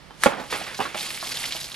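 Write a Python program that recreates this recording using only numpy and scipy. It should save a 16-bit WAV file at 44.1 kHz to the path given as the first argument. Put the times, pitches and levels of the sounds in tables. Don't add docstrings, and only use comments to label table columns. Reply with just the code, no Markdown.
import sys
import numpy as np
from scipy import signal
from scipy.fft import rfft, irfft, next_fast_len
from scipy.io import wavfile

SR = 44100
rng = np.random.default_rng(int(sys.argv[2]) if len(sys.argv) > 2 else 0)


def pcm_store(signal):
    levels = np.round(np.clip(np.atleast_2d(signal), -1, 1) * 32767)
    wavfile.write(sys.argv[1], SR, levels.astype(np.int16).T)


N = 77175
TIME = np.arange(N) / SR

# (time [s], level [dB])
BLADE_CRACKS = [(0.2356, -14), (0.2358, 0.5), (0.2388, -22), (0.2415, -15), (0.2522, -14)]
# (frequency [Hz], level [dB], t60 [s])
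WALL_RING = [(1120, -14, .012), (1345, -12.5, 0.022), (1680, -5, 0.014), (1950, -11, 0.011),
             (2900, -24, 0.022), (3840, -16.5, 0.0086), (6350, -22, 0.0023), (10670, -7.5, 0.0034)]
# (time [s], level [dB])
TEAR_ENVELOPE = [(0.13, -67), (0.195, -52), (0.22, -36), (0.234, -33), (0.2365, -19.5), (0.246, -25.5),
                 (0.258, -25.5), (0.266, -29.5), (0.28, -40.5), (0.32, -44.5), (0.36, -79)]
# (frequency [Hz], level [dB])
TEAR_EQ = [(150, -12), (600, -5), (1700, -5.5), (3000, -6), (6000, -8.5), (8500, -10.5), (11500, -8),
           (14000, -19)]
SNAP_DB, SNAP_DECAY_S, SNAP_LOW_CUT_HZ = -13, 0.0016, 1100
WALL_LOW_CUT_HZ = 960


def blade():
    cracks = strike(sum(from_db(db) * click(s) for s, db in BLADE_CRACKS), WALL_RING)
    snap_envelope = sum(from_db(db + SNAP_DB) * burst(s, .0001, SNAP_DECAY_S) for s, db in BLADE_CRACKS)
    snap = highpass(snap_envelope * rng.standard_normal((2, N)), SNAP_LOW_CUT_HZ)
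    crackle = patter(TEAR_EQ, per_s=9000, spread_db=1.0, width=0.39, vary_db=0.5)
    return highpass(cracks, WALL_LOW_CUT_HZ, order=4) + snap + envelope(TEAR_ENVELOPE) * crackle


# (time [s], level [dB])
BURST_HITS = [(0.2601, 1), (0.2637, -2.3), (0.27, -12.5)]
# (frequency [Hz], level [dB], t60 [s])
BODY_RING = [(246, -14, 0.054), (558, -5.5, 0.031), (650, -13, 0.03), (848, -7.5, 0.03), (1099, -19, 0.045),
             (1398, -10.5, 0.021), (1735, -23, 0.035), (2280, -26, 0.045), (2557, -25.5, 0.04),
             (2900, -23, 0.012)]


def bottle_burst():
    force = sum(from_db(db) * click(s) for s, db in BURST_HITS)
    return -strike(soften(force, hz=4000), BODY_RING)


# (time [s], level [dB])
GUSH_ENVELOPE = [(0.255, -75), (0.265, -10.5), (0.285, -29), (0.315, -29), (0.337, -29.5), (0.365, -35.5),
                 (0.405, -32), (0.47, -44.5), (0.56, -59), (0.7, -87)]
# (frequency [Hz], level [dB])
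GUSH_EQ = [(70, -37), (170, 4), (300, -1), (850, 0.5), (1600, -5), (3200, -14.5), (6500, -33.5),
           (13000, -50)]


def gush():
    churn = patter(GUSH_EQ, per_s=2200, spread_db=-0.5, width=0.18, vary_db=0.5, clump_db=1.5)
    return envelope(GUSH_ENVELOPE) * churn


# (time [s], level [dB], decay [s])
WATER_SLAPS = [(0.332, -36, 0.0031), (0.499, -34.5, 0.043), (0.523, -29.5, 0.077), (0.606, -45, 0.098),
               (0.664, -36.5, 0.085), (0.799, -30, 0.079), (0.943, -31.5, 0.014)]
# (frequency [Hz], level [dB])
SLAP_EQ = [(90, -2.5), (200, -2), (500, 0.5), (1200, 0), (2600, 1), (5000, -14), (8000, -26.5), (11000, -2),
           (14000, -38)]
SLAP_ATTACK_S = 0.0033


def slaps():
    swell = sum(from_db(db) * burst(s, SLAP_ATTACK_S, decay_s) for s, db, decay_s in WATER_SLAPS)
    return swell * patter(SLAP_EQ, per_s=4000, spread_db=1.1, width=0.098, vary_db=3.0, clump_db=1.46)


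# (time [s], level [dB], pitch [ratio], contact cut-off [Hz])
TABLE_KNOCKS = [(0.108, -35.5, 1.16, 5000), (0.5259, -19.5, 1.31, 5000), (0.5315, -26, 1.73, 3530),
                (0.552, -23, 1.13, 3000), (0.563, -33.5, 1.2, 3000), (0.7906, -23, 1.05, 2400),
                (0.7954, -11, 1.08, 470), (0.8033, -17, 0.97, 1900), (0.8058, -16, 1.09, 1750),
                (0.8099, -18.5, 1.04, 2370), (0.8532, -21, 1.5, 3100), (0.8611, -27, 1.43, 2150),
                (0.948, -28.5, .9, 1600), (0.956, -25, 0.854, 1220), (1.227, -25.5, 1.5, 3000),
                (1.238, -31.5, 1.4, 2500), (1.55, -28.5, 0.88, 2200)]
# (frequency [Hz], level [dB], t60 [s])
SHELL_RING = [(241, -13.5, 0.075), (405.7, -12.5, 0.086), (620, -26, 0.032), (745.5, -4, 0.061),
              (825, -10, .05), (923, -6.5, 0.064), (1130, -10, 0.09), (1250, -15, 0.047),
              (1460, -10, 0.039), (2050, -21, 0.043), (2670, -12, 0.1)]


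def tumbling_bottle():
    return sum(strike(soften(from_db(db) * click(s), hz), SHELL_RING, pitch)
               for s, db, pitch, hz in TABLE_KNOCKS)


# (time [s], level [dB])
SPILL_ENVELOPE = [(0.22, -76), (0.4, -47), (0.485, -48.5), (0.52, -34), (0.6, -40.5), (0.71, -47),
                  (0.82, -39), (0.925, -49.5), (0.975, -34.5), (1.02, -32), (1.13, -37), (1.22, -36),
                  (1.3, -32.5), (1.35, -33.5), (1.445, -32), (1.5, -37), (1.58, -35), (1.7, -41)]
# (frequency [Hz], level [dB])
SPILL_EQ = [(100, -21), (200, -3.5), (350, -7), (800, -3.5), (1400, -6.5), (2400, -9), (3700, 2),
            (5200, -4), (7500, -9), (11000, -7), (14000, -5.5)]
# (time [s], level [dB])
DRUM_SWELL = [(1.15, -10), (1.33, 0.5)]
DRUM_HZ, DRUM_T60_S = 134.6, 0.16
BUBBLE_DB, DRUM_TRIM_DB = -6.5, -19


def spill():
    splatter = patter(SPILL_EQ, per_s=3500, spread_db=2.5, width=0.13, vary_db=2.5, clump_db=2.5)
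    drumming = envelope(DRUM_SWELL) * rms_one(ring(rng.standard_normal(N), DRUM_HZ, DRUM_T60_S))
    fizz = bubbles(per_s=900, low_hz=2050, high_hz=5500, pitches=24, cycles=12, spread_db=1.5)
    return envelope(SPILL_ENVELOPE) * (splatter + from_db(BUBBLE_DB) * fizz
                                       + from_db(DRUM_TRIM_DB) * drumming)


def bubbles(per_s, low_hz, high_hz, pitches, cycles, spread_db):
    out = 0
    for hz in np.geomspace(low_hz, high_hz, pitches):
        born = rng.random(N) < per_s / pitches / SR
        sizes = from_db(spread_db * np.minimum(rng.exponential(1, N), 3))
        pan = rng.uniform(0.15, 1, (2, 1))
        out = out + pan * ring(born * sizes, hz, cycles / hz)
    return rms_one(out)


# (time [s], level [dB], pitch [Hz])
FAT_DROPS = [(0.6385, -24.5, 4600), (0.746, -22.5, 4630), (0.9475, -21, 2780), (0.9765, -20, 2930),
             (1.0079, -16, 4040), (1.105, -17.5, 2120), (1.145, -22, 3540), (1.176, -20.5, 2230),
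             (1.321, -23, 2600), (1.3715, -20, 3500), (1.431, -21, 3500), (1.4402, -18, 2100),
             (1.4542, -15, 3800), (1.509, -18.5, 2700), (1.523, -14.5, 4000), (1.53, -30, 3070),
             (1.566, -20.5, 3150), (1.6115, -22, 3600), (1.6426, -18, 4480), (1.7175, -22, 3800),
             (1.743, -21.5, 3680)]
DROP_CYCLES, DROP_LOW_CUT_HZ = 11.2, 1380
SPLAT_DB, SPLAT_DECAY_S, SPLAT_CYCLES = -11, 0.0069, 6.5
TICK_DB, TICK_DECAY_S = -10.5, 0.00044


def drops():
    noise, out = rng.standard_normal(N), 0
    crisp_noise = rms_one(noise - lowpass(noise, hz=2940))
    for s, db, hz in FAT_DROPS:
        tick = from_db(TICK_DB) * burst(s, .0001, TICK_DECAY_S) * crisp_noise
        plink = ring(click(s), hz, DROP_CYCLES / hz)
        wet_noise = rms_one(ring(noise, hz, SPLAT_CYCLES / hz))
        splat = from_db(SPLAT_DB) * burst(s, 0.00018, SPLAT_DECAY_S) * wet_noise
        out = out + from_db(db) * (tick + plink + splat)
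    return highpass(out, DROP_LOW_CUT_HZ)


# (time [s], level [dB], pitch [Hz])
AIR_POCKETS = [(0.398, -38, 262), (0.527, -25.5, 467), (0.613, -25, 735), (0.953, -25, 615),
               (1.226, -30, 680), (1.342, -38.5, 526)]
GLUG_ATTACK_S, GLUG_CYCLES = 0.0022, 20


def glugs():
    out = 0
    for s, db, hz in AIR_POCKETS:
        swell = burst(s, GLUG_ATTACK_S, decay_s=GLUG_CYCLES / hz / np.log(1000))
        out = out + from_db(db) * swell * np.sin(2 * np.pi * hz * (TIME - s))
    return out


ECHO_DB, ECHO_DELAY_S, ECHO_T60_S = -12, 0.0061, 0.2


def scatter(x):
    tail = rng.standard_normal((2, N)) * (TIME > ECHO_DELAY_S) * from_db(-60 * TIME / ECHO_T60_S)
    return from_db(ECHO_DB) * signal.fftconvolve(x, rms_one(tail) / np.sqrt(N), axes=1)[:, :N]


# (frequency [Hz], level [dB])
GARDEN_EQ = [(20, -14), (50, 11), (80, -1), (150, 7), (300, -0.5), (1200, -5.5), (3300, -11), (5000, -14),
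             (7000, -24), (13000, -26)]
GARDEN_DB = -47.5


def garden_air():
    air = rng.standard_normal(N) + 0.99 * rng.standard_normal((2, N))
    tone = from_db(at_hz(GARDEN_EQ, np.fft.rfftfreq(N, 1 / SR) + 1))
    return from_db(GARDEN_DB) * rms_one(irfft(rfft(air) * tone, N))


def strike(force, modes, pitch=1, low_cut_hz=218):
    rings = sum(from_db(db) * ring(force, hz * pitch, t60) for hz, db, t60 in modes)
    return highpass(rings, low_cut_hz * pitch)


def patter(eq, per_s, spread_db, width, vary_db, clump_db=0, clump_s=.012, wide_hz=8500):
    hits = np.flatnonzero(rng.random(N) < per_s / SR)
    sizes = np.minimum(rng.exponential(1, N), 4)[hits]
    edges = np.geomspace(58, 15000, 17)
    out = 0
    for low, high in zip(edges, edges[1:]):
        centre = np.sqrt(low * high)
        swell = np.interp(TIME[hits] / clump_s, np.arange(1000), rng.standard_normal(1000))
        tint, place, polarity = 2 * rng.random((N, 3), dtype=np.float32)[hits].T - 1
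        db = at_hz(eq, centre) + spread_db * sizes + 2 * vary_db * tint + clump_db * swell
        side = width * (1 + (centre / wide_hz) ** 2) * np.sign(place)
        pan = np.array([1 + side, 1 - side]) / np.sqrt(1 + side ** 2)
        impacts = np.full((2, N), 1e-18)
        impacts[:, hits] = np.sign(polarity) * from_db(db) * pan
        out = out + signal.sosfilt(signal.butter(2, [low, high], "band", fs=SR, output="sos"), impacts)
    return rms_one(out)


def ring(x, hz, t60):
    radius, angle = from_db(-60 / (t60 * SR)), 2 * np.pi * hz / SR
    return signal.lfilter([0, np.sin(angle)], [1, -2 * radius * np.cos(angle), radius ** 2], x + 1e-18)


def soften(force, hz):
    return lowpass(lowpass(force, hz), hz)


def click(s):
    return np.maximum(0, 1 - np.abs(TIME - s) * SR)


def burst(s, attack_s, decay_s):
    attack = np.clip((TIME - s) / attack_s, 0, 1)
    return attack * np.exp(-np.clip((TIME - s - attack_s) / decay_s, 0, 20))


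def envelope(points):
    return from_db(np.interp(TIME, *np.transpose(points)))


def at_hz(eq, hz):
    points, db = np.transpose(eq)
    return np.interp(np.log(hz), np.log(points), db)


def lowpass(x, hz):
    pole = np.exp(-2 * np.pi * hz / SR)
    return signal.lfilter([1 - pole], [1, -pole], x + 1e-18)


def highpass(x, hz, order=2):
    return signal.sosfilt(signal.butter(order, hz, "high", fs=SR, output="sos"), x)


def from_db(db):
    return 10 ** (np.asarray(db) / 20)


def rms_one(x):
    return x / np.sqrt(np.mean(x ** 2) + 1e-20)


def scene():
    direct = blade() + bottle_burst() + gush() + glugs() + slaps() + tumbling_bottle() + spill() + drops()
    return direct + scatter(direct) + garden_air()


LEFT_DB, LEFT_BASS_DB, LEFT_SHELF_HZ = 1, -14.5, 1210
RIGHT_DB, RIGHT_LAG_S = 2, .00002
ROLL_OFF_HZ, STOPBAND_HZ = 12060, 14300


def record(dry):
    left = dry[0] - (1 - from_db(LEFT_BASS_DB)) * lowpass(dry[0], LEFT_SHELF_HZ)
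    size = next_fast_len(N + 1000)
    lag = np.exp(-2j * np.pi * np.fft.rfftfreq(size, 1 / SR) * RIGHT_LAG_S)
    right = irfft(rfft(dry[1], size) * lag, size)[:N]
    pair = np.array([from_db(LEFT_DB) * left, from_db(RIGHT_DB) * right])
    pair = signal.sosfilt(signal.butter(8, ROLL_OFF_HZ, fs=SR, output="sos"), pair)
    soft_clipped = pair / (1 + pair ** 4) ** .25
    return signal.sosfilt(signal.cheby2(12, 60, STOPBAND_HZ, fs=SR, output="sos"), soft_clipped)


dry = scene()
out = record(dry)
pcm_store(out)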